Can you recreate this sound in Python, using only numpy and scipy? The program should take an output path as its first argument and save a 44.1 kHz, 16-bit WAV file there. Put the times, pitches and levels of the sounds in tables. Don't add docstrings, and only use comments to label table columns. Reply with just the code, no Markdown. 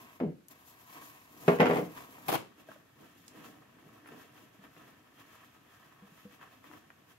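import sys
import numpy as np
from scipy import signal
from scipy.fft import rfft, irfft, next_fast_len
from scipy.io import wavfile
from scipy.ndimage import uniform_filter1d

SR = 44100
rng = np.random.default_rng(int(sys.argv[2]) if len(sys.argv) > 2 else 0)


def dump(signal):
    limited = np.clip(np.atleast_2d(signal).T, -1, 1)
    pcm = np.round(limited * 32767).astype(np.int16)
    wavfile.write(sys.argv[1], SR, pcm)


N = 316990
TIME = np.arange(N) / SR
RING = TIME[:SR * 3 // 5]

# t/s, relative level/dB
BRIDGE_SNAPS = [(2.283, -29), (2.2838, -25.5), (2.2878, -28.5), (2.2901, -26.5), (2.2925, -34),
                (2.2968, -28), (2.3001, -34), (2.3027, -28.5), (2.3178, -27), (2.3262, -25.5),
                (2.3286, -31), (2.3362, -28.5), (2.3389, -26.5), (2.342, -31.5), (2.3445, -26),
                (2.3502, -29.5), (2.354, -24.5), (2.356, -33)]
# f/Hz, level/dB
CLICK_COLOUR = [(1000, -61.5), (3000, -5), (6000, -10), (15000, 0.5)]
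# f/Hz, level/dB
FLAP_COLOUR = [(40, -31.5), (90, -16.5), (160, 1), (310, 3), (400, -6), (560, -4.5), (1000, -13.5),
               (3000, -38)]


def undb(db):
    return 10 ** (np.asarray(db) / 20)


def unit(x):
    energy = np.sum(x ** 2, axis=-1)
    return x / np.sqrt(np.mean(energy))


def level(x, db):
    return x * undb(db) / np.sqrt(np.mean(x ** 2))


def on_log_axis(hz, points):
    f, value = np.transpose(points)
    return np.interp(np.log(np.maximum(hz, 1)), np.log(f), value)


def colour(x, points):
    n = 2 * next_fast_len(x.shape[-1] // 2 + 2048)
    gain = undb(on_log_axis(np.fft.rfftfreq(n, 1 / SR), points))
    cepstrum = irfft(np.log(gain))
    cepstrum[1:n // 2] *= 2
    cepstrum[n // 2 + 1:] = 0
    response = np.exp(rfft(cepstrum))
    return irfft(rfft(x, n) * response)[..., :x.shape[-1]]


def resonate(x, hz, width_hz):
    b, a = signal.iirpeak(hz, hz / width_hz, fs=SR)
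    return signal.lfilter(b, a, x)


def convolve(x, response):
    return signal.fftconvolve(np.atleast_2d(x), response, axes=-1)[:, :x.shape[-1]]


def add(out, s, x):
    i = max(int(s * SR), 0)
    out[..., i:i + x.shape[-1]] += x[..., :N - i]


def fade(t60):
    return undb(-60 * RING / t60)


def diffuse(n):
    mic_gap_m, sound_speed = 0.29, 343
    likeness = np.sinc(2 * np.fft.rfftfreq(n, 1 / SR) * mic_gap_m / sound_speed)
    shares = np.sqrt([(1 + likeness) / 2, (1 - likeness) / 2])
    mid, side = rfft(rng.standard_normal((2, n))) * shares
    return irfft([mid + side, mid - side], n)


def burst(t60):
    return unit(diffuse(len(RING)) * fade(t60))


def room(x, early_db, late_db, early_t60=0.043):
    # f/Hz, t60/s
    ring_times = [(150, 0.36), (600, 0.29), (2500, 0.33), (7000, 0.32), (14000, 0.12)]
    noise, hz = rfft(diffuse(len(RING))), np.fft.rfftfreq(len(RING), 1 / SR)
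    centres, t60s = np.transpose(ring_times)
    tail = 0
    for share, t60 in zip(np.eye(len(centres)), t60s):
        band = noise * on_log_axis(hz, np.c_[centres, share])
        tail = tail + irfft(band, len(RING)) * fade(t60)
    late = unit(tail * (1 - fade(0.012)))
    early = unit(diffuse(len(RING)) * fade(early_t60) * (RING > .001))
    response = undb(early_db) * early + undb(late_db) * late
    response[:, 0] += 1
    return convolve(x, unit(response))


def from_left(x, lag_s=0.00022):
    return np.array([x[0], np.interp(TIME - lag_s, TIME, x[1])])


def grains(per_s, spread_db):
    struck = rng.random(N) < per_s / SR
    sign = rng.choice([-1, 1], N)
    size = undb(spread_db * np.minimum(rng.exponential(size=N), 4))
    return struck * sign * size


def room_tone():
    # f/Hz, level/dB
    tone_colour = [(30, -36), (60, -11), (110, 0), (300, -7.5), (600, -13.5), (1500, -14.5), (3300, -20),
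                   (4500, -23.5), (15000, -27.5)]
    return level(colour(diffuse(N), tone_colour), -69.5)


def movements(rows, held, creep_db, creep_fade_s=.04):
    rise, bluntness = 0.44, 1.26

    def powers(rub_db, flap_db, hiss_db):
        return undb(rub_db + np.array([[0], [flap_db], [hiss_db]])) ** 2

    holding = 0
    for start, end in held:
        inside = np.minimum(TIME - start, end - TIME)
        holding = holding + np.clip(inside / creep_fade_s + .5, 0, 1)
    power = powers(*creep_db) * holding
    for s, length, *levels in rows:
        near = np.abs(TIME - s) < 2 * length
        away = (TIME[near] - s) / length
        distance = np.maximum(-away / rise, away / (1 - rise))
        power[:, near] += powers(*levels) * np.exp(-distance ** bluntness)
    return np.sqrt(power)


def catching(per_s=40, depth_db=1.5):
    steps = rng.standard_normal(2000)
    return undb(depth_db * np.interp(TIME * per_s, np.arange(len(steps)), steps))


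def rustle(spectrum, db, per_s, spread_db, direct_db=-6, scatter_s=0.011):
    slips = grains(per_s, spread_db)
    energy = signal.lfilter([1], [1, -np.exp(-1 / (scatter_s * SR))], slips ** 2)
    scatter = level(diffuse(N) * np.sqrt(energy), 0)
    return level(colour(level(slips, direct_db) + scatter, spectrum), db)


def in_tank(x, dry_db=-2):
    # f/Hz, width/Hz, level/dB
    tank_tones = [(294.5, 33, 10), (1121, 27, 0), (1730, 45, -3)]
    out = undb(dry_db) * x
    for hz, width, db in tank_tones:
        out = out + undb(db) * resonate(x, hz, width)
    return out


def paper(core_hz=1120, core_width_hz=130, core_db=1, near_treble_db=3):
    # t/s at the fastest, length/s, rubbing level/dB, flapping
    # relative to rubbing/dB, fibre hiss relative to rubbing/dB
    roll_moves = [(0.012, 0.04, -64, 9, 5), (0.085, 0.072, -62, -1, -14), (0.513, 0.015, -59.5, 0, 4),
                  (0.69, 0.046, -68, -7, 9), (0.812, 0.033, -66, 7, 4), (0.92, 0.047, -60, -5, 3.5),
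                  (0.985, 0.065, -57, 0.5, -11), (1.062, 0.096, -61.5, 1.5, 1.5),
                  (1.355, 0.079, -70.5, 15, 10), (1.412, 0.027, -75, -8, 11.5),
                  (1.495, 0.075, -51, 10, -0.5), (1.745, 0.082, -49, 16, -5), (2.005, 0.17, -56.5, 4.5, -2),
                  (2.2, 0.046, -66, 11, 0), (2.315, 0.055, -50, 5.5, -0.5)]
    strokes = [(2.598, 0.041, -66, 6.5, -2.5), (2.718, 0.05, -59, 6, -4.5), (3.02, 0.056, -71.5, 17, 2),
               (3.075, 0.065, -64.5, -3, -3), (3.22, 0.22, -75.5, 13, 8), (3.375, 0.062, -60, 8, -5),
               (3.46, 0.074, -61, 10.5, -0.5), (3.58, 0.096, -77, 17, -11), (3.89, 0.5, -68.5, 7.5, -6.5),
               (4.095, 0.068, -59.5, 2, -11), (4.15, 0.067, -67.5, 16.5, -6), (4.21, 0.06, -62, -4, -3),
               (4.39, 0.15, -65.5, 7, -2), (4.645, 0.038, -60, 4, -6), (4.82, 0.17, -63, 5, -4.5),
               (5.21, 0.046, -63.5, -0.5, -2), (5.37, 0.26, -64, 0.5, -3.5), (5.73, 0.096, -66, -2, -2.5),
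               (5.95, 0.2, -66.5, -20, -8.5), (6.19, 0.078, -65.5, -5, -2), (6.32, 0.084, -66, 2, -2),
               (6.425, 0.044, -55.5, -11, -16), (6.535, 0.055, -65, 1, -4.5),
               (6.665, 0.069, -62, 2.5, -4.5), (6.738, 0.062, -61.5, 5.5, -1.5), (7.108, 0.036, -66, 2, 3)]
    # start t/s, end t/s
    roll_held = [(0, 0.19), (0.52, 2.3)]
    sheet_held = [(2.42, 7.15)]
    # rubbing level/dB, flapping relative/dB, fibre hiss relative/dB
    roll_creep = (-67.5, -0.5, -2.5)
    tank_creep = (-72, 4.5, -6)
    # f/Hz, level/dB
    roll_colour = [(300, -19), (550, -4.5), (720, -5), (950, -1), (1100, -3), (1280, -5.5), (2200, -4.5),
                   (3300, -11.5), (4500, -18.5), (9000, -21)]
    tank_colour = [(300, -30), (580, -5), (850, -4), (1150, -1.5), (1350, -2.5), (1750, -4), (2200, -11),
                   (4500, -30)]
    fibre_colour = [(1500, -35.5), (3000, -0.5), (4000, -3), (5200, -3), (6700, -1.5), (8500, -5.5),
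                    (15000, -1.5)]
    scuff_colour = [(900, -38), (1750, 0), (2300, 1.5), (3300, 0.5), (4000, -10.5), (9000, -30)]

    roll_rub, roll_flap, roll_hiss = movements(roll_moves, roll_held, roll_creep) * catching()
    tank_rub, tank_flap, tank_hiss = movements(strokes, sheet_held, tank_creep) * catching()
    flapping = rustle(FLAP_COLOUR, db=-5.0, per_s=280, spread_db=-1.0, direct_db=-3.0)
    flap = (roll_flap + tank_flap) * flapping
    fibres = rustle(fibre_colour, db=-0.5, per_s=3600, spread_db=8.0, direct_db=-14.0)
    near_hiss = colour(roll_hiss * fibres, [(6000, -0.91), (12000, near_treble_db)])
    hiss = tank_hiss * fibres + near_hiss
    roll = roll_rub * rustle(roll_colour, db=0.5, per_s=1500, spread_db=4.5, direct_db=1.5)
    core = undb(core_db) * resonate(roll, core_hz, core_width_hz)
    rub = in_tank(tank_rub * rustle(tank_colour, db=-0.5, per_s=500, spread_db=2.5, direct_db=1))
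    scuffing = rustle(scuff_colour, db=-3.5, per_s=1800, spread_db=1.5, direct_db=-7)
    scuff = np.sqrt(tank_rub * tank_hiss) * scuffing
    return flap + hiss + from_left(roll + core) + rub + scuff


def tray(thud_db=16.5, crack_db=19, tick_db=-6, ring_db=-16, ring_t60=0.21, thud_t60=0.06,
         crack_t60=0.04, strike_db=-5, contact_hz=3200, octave_db=11):
    # t/s, relative level/dB, hardness (crack relative to thud)/dB
    knocks = [(0.201, -32.5, -7.5), (0.211, -25, -34), (0.223, -27, -30.5), (0.235, -26, -33),
              (0.271, -27, -46.5), (1.467, -49, -9), (1.48, -11, -9.5), (1.485, -14.5, -13.5),
              (1.519, -28, -20), (1.587, -32, -2), (1.598, -14.5, -13.5), (1.603, -19, 1.5),
              (1.609, -18.5, -2.5), (1.617, -14.5, -10), (1.628, -15.5, -14), (1.639, -24, -15),
              (1.657, -20.5, -4.5), (1.667, -18.5, -9), (1.698, -20.5, -9.5), (1.71, -17.5, -8),
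              (1.735, -28.5, -9), (1.756, -21.5, -13), (1.769, -24, -8), (1.785, -23, -28.5),
              (1.828, -27.5, -42)]
    # f/Hz, level/dB
    table_tones = [(172, -2), (235, -8), (257, 0), (340, -6), (412, 3), (486, 5), (654, 0), (730, -1),
                   (872, -5), (1060, -1), (1156, -8), (1395, -10), (1660, -10), (1968, -10)]
    # f/Hz, level/dB
    thud_colour = [(40, -39.5), (80, -26), (160, -7.5), (245, -3.5), (330, -1.5), (500, 1.5), (780, -5.5),
                   (1100, -20), (2000, -20), (5000, -57.5)]
    crack_colour = [(300, -30.5), (700, 7.5), (1050, 4.5), (1500, 1), (2200, -0.5), (3100, -8), (3900, -17),
                    (8000, -28.5), (15000, -35)]
    wood, ringing = np.zeros((2, N)), np.zeros(N)
    modes = np.array([undb(db) * np.sin(2 * np.pi * hz * RING) * fade(ring_t60) for hz, db in table_tones])
    modes = colour(modes, [(50, -39), (140, -3.0)])
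    for s, db, hard_db in knocks:
        edge = contact_hz * 2 ** (hard_db / octave_db)
        contact = [(edge, 0), (2 * edge, -12), (8 * edge, -40)]
        thud = undb(thud_db) * unit(colour(colour(burst(thud_t60)[0], thud_colour), contact))
        strike = undb(strike_db) * (RING == 0)
        crack = undb(crack_db) * unit(colour(burst(crack_t60) + strike, crack_colour))
        tick = undb(tick_db) * unit(colour(burst(.015), CLICK_COLOUR))
        add(wood, s, undb(db) * (thud + undb(hard_db) * (crack + tick)))
        table = undb(2 * rng.standard_normal(len(modes))) @ modes
        add(ringing, s, undb(db + ring_db) * colour(table, contact))
    return from_left(room(wood, early_db=-13.5, late_db=-3.5) + ringing)


def booms(swell_s=0.0066, glide_share=.6):
    # t/s, relative level/dB, first f/Hz, last f/Hz, length/s
    low_notes = [(0.207, -32, 275, 145, .08), (1.479, -20.5, 190, 160, .014),
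                 (1.612, -21.5, 250, 180, .018)]
    out = np.zeros(N)
    for s, db, first_hz, last_hz, length in low_notes:
        glide = np.exp(-(RING / (glide_share * length)) ** 2)
        hz = last_hz + (first_hz - last_hz) * glide
        swing = (1 - np.exp(-RING / swell_s)) * np.exp(-(RING / length) ** 4)
        add(out, s, undb(db) * swing * np.sin(2 * np.pi * np.cumsum(hz) / SR))
    return from_left(room(out, early_db=-20, late_db=-14))


def creases(flick_db=14, skirt_db=-11, flick_t60=0.014):
    # t/s, relative level/dB, pitch f/Hz
    flicks = [(0.484, -43.5, 11000), (1.977, -38.5, 1100), (2.183, -43, 880), (2.52, -58, 1180),
              (2.716, -41.5, 1080), (3.28, -42, 7360), (4.059, -46, 1500), (4.075, -51, 1500),
              (4.089, -43, 1100), (4.639, -46, 1200), (4.765, -51, 1400), (6.311, -55, 1400),
              (6.642, -46, 1290), (6.714, -44, 1300), (6.736, -43.5, 1270), (6.903, -44, 1430)]
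    out = np.zeros((2, N))
    for s, db, hz in flicks:
        below = [(hz / 8, 2 * skirt_db), (hz / 2, skirt_db / 2)]
        above = [(hz * 1.5, skirt_db / 2), (hz * 3, 3 * skirt_db)]
        tick = colour(burst(flick_t60), below + [(hz, 0)] + above)
        add(out, s, undb(db + flick_db) * unit(tick))
    return room(out, early_db=-8, late_db=-9)


def parting_fibres(db=-43, per_s=650, spread_db=3):
    tearing = (TIME > BRIDGE_SNAPS[0][0]) & (TIME < BRIDGE_SNAPS[-1][0] + .004)
    return convolve(tearing * level(grains(per_s, spread_db), db), burst(.002))


def rip(snap_db=15, sheet_db=29, sheet_t60=0.013):
    # f/Hz, level/dB
    sheet_colour = [(40, -31), (90, -10), (170, 1.5), (280, 1), (420, 3), (750, 0.5), (1100, 1.5),
                    (1600, -8.5), (2900, -10), (4000, -17.5), (15000, -34)]
    snaps, shakes = np.zeros((2, N)), np.zeros((2, N))
    for s, db in BRIDGE_SNAPS:
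        add(snaps, s, undb(db + snap_db) * burst(.004))
        add(shakes, s, undb(db + sheet_db) * burst(sheet_t60))
    bright = room(colour(snaps + parting_fibres(), CLICK_COLOUR), early_db=-4, late_db=-6)
    return from_left(bright + room(colour(shakes, sheet_colour), early_db=2.5, late_db=-5.5))


def bumps(tone_db=4, pad_db=6, overtone=2.46, overtone_db=-11):
    # t/s, relative level/dB, pitch f/Hz, t60/s
    pushes = [(2.687, -44.5, 650, 0.038), (2.761, -47, 594, 0.018), (3.369, -55, 212, 0.055),
              (3.861, -50.5, 165, 0.065), (4.117, -47, 440, 0.035), (4.435, -51, 260, 0.055),
              (4.589, -52, 189, 0.099), (6.022, -48, 195, 0.084), (6.117, -53, 170, 0.094),
              (6.251, -43, 200, 0.06), (6.699, -51, 307, 0.064)]
    out, firmest = np.zeros((2, N)), np.array(pushes)[:, 1].max()
    for s, db, hz, t60 in pushes:
        upper = np.sin(2 * np.pi * overtone * hz * RING) * fade(2 * t60)
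        upper = undb(overtone_db + db - firmest) * upper
        pane = np.sin(2 * np.pi * hz * RING) * fade(t60) + upper
        build = 1 - np.exp(-RING * hz)
        pat = unit(colour(burst(0.065), FLAP_COLOUR))
        add(out, s, undb(db) * (undb(tone_db) * pane * build + undb(pad_db) * pat))
    return room(out, early_db=-16, late_db=-14)


def squeak(waver=.015):
    # t/s, level/dB, first f/Hz, last f/Hz, length/s
    chirp = (4.068, -60, 10900, 9600, .016)
    out = np.zeros(N)
    s, db, first_hz, last_hz, length = chirp
    along = np.minimum(RING / length, 1)
    unsteady = level(uniform_filter1d(rng.standard_normal(len(RING)), size=30), 0)
    hz = (first_hz + (last_hz - first_hz) * along) * (1 + waver * unsteady)
    add(out, s, undb(db) * np.sin(np.pi * along) * np.sin(2 * np.pi * np.cumsum(hz) / SR))
    return out


def scene():
    rustling = room(paper() + squeak(), early_db=-5, late_db=-12)
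    return tray() + booms() + rip() + rustling + bumps() + creases() + room_tone()


def record(dry):
    # f/Hz, level/dB
    left_mic = [(3000, 3.5), (8500, -1), (10000, 4), (11200, 5.5), (11900, 11.5), (13200, 4.5), (15000, 1)]
    right_mic = [(3000, 3), (7000, 4.5), (9000, 0), (11500, -6), (13000, -1), (15000, -13)]
    ports = np.array([colour(dry[0], left_mic), colour(dry[1], right_mic)])
    top_cut = signal.ellip(10, .2, 80, 15700, fs=SR, output="sos")
    return signal.sosfilt(top_cut, ports)


dry = scene()
out = record(dry)
dump(out)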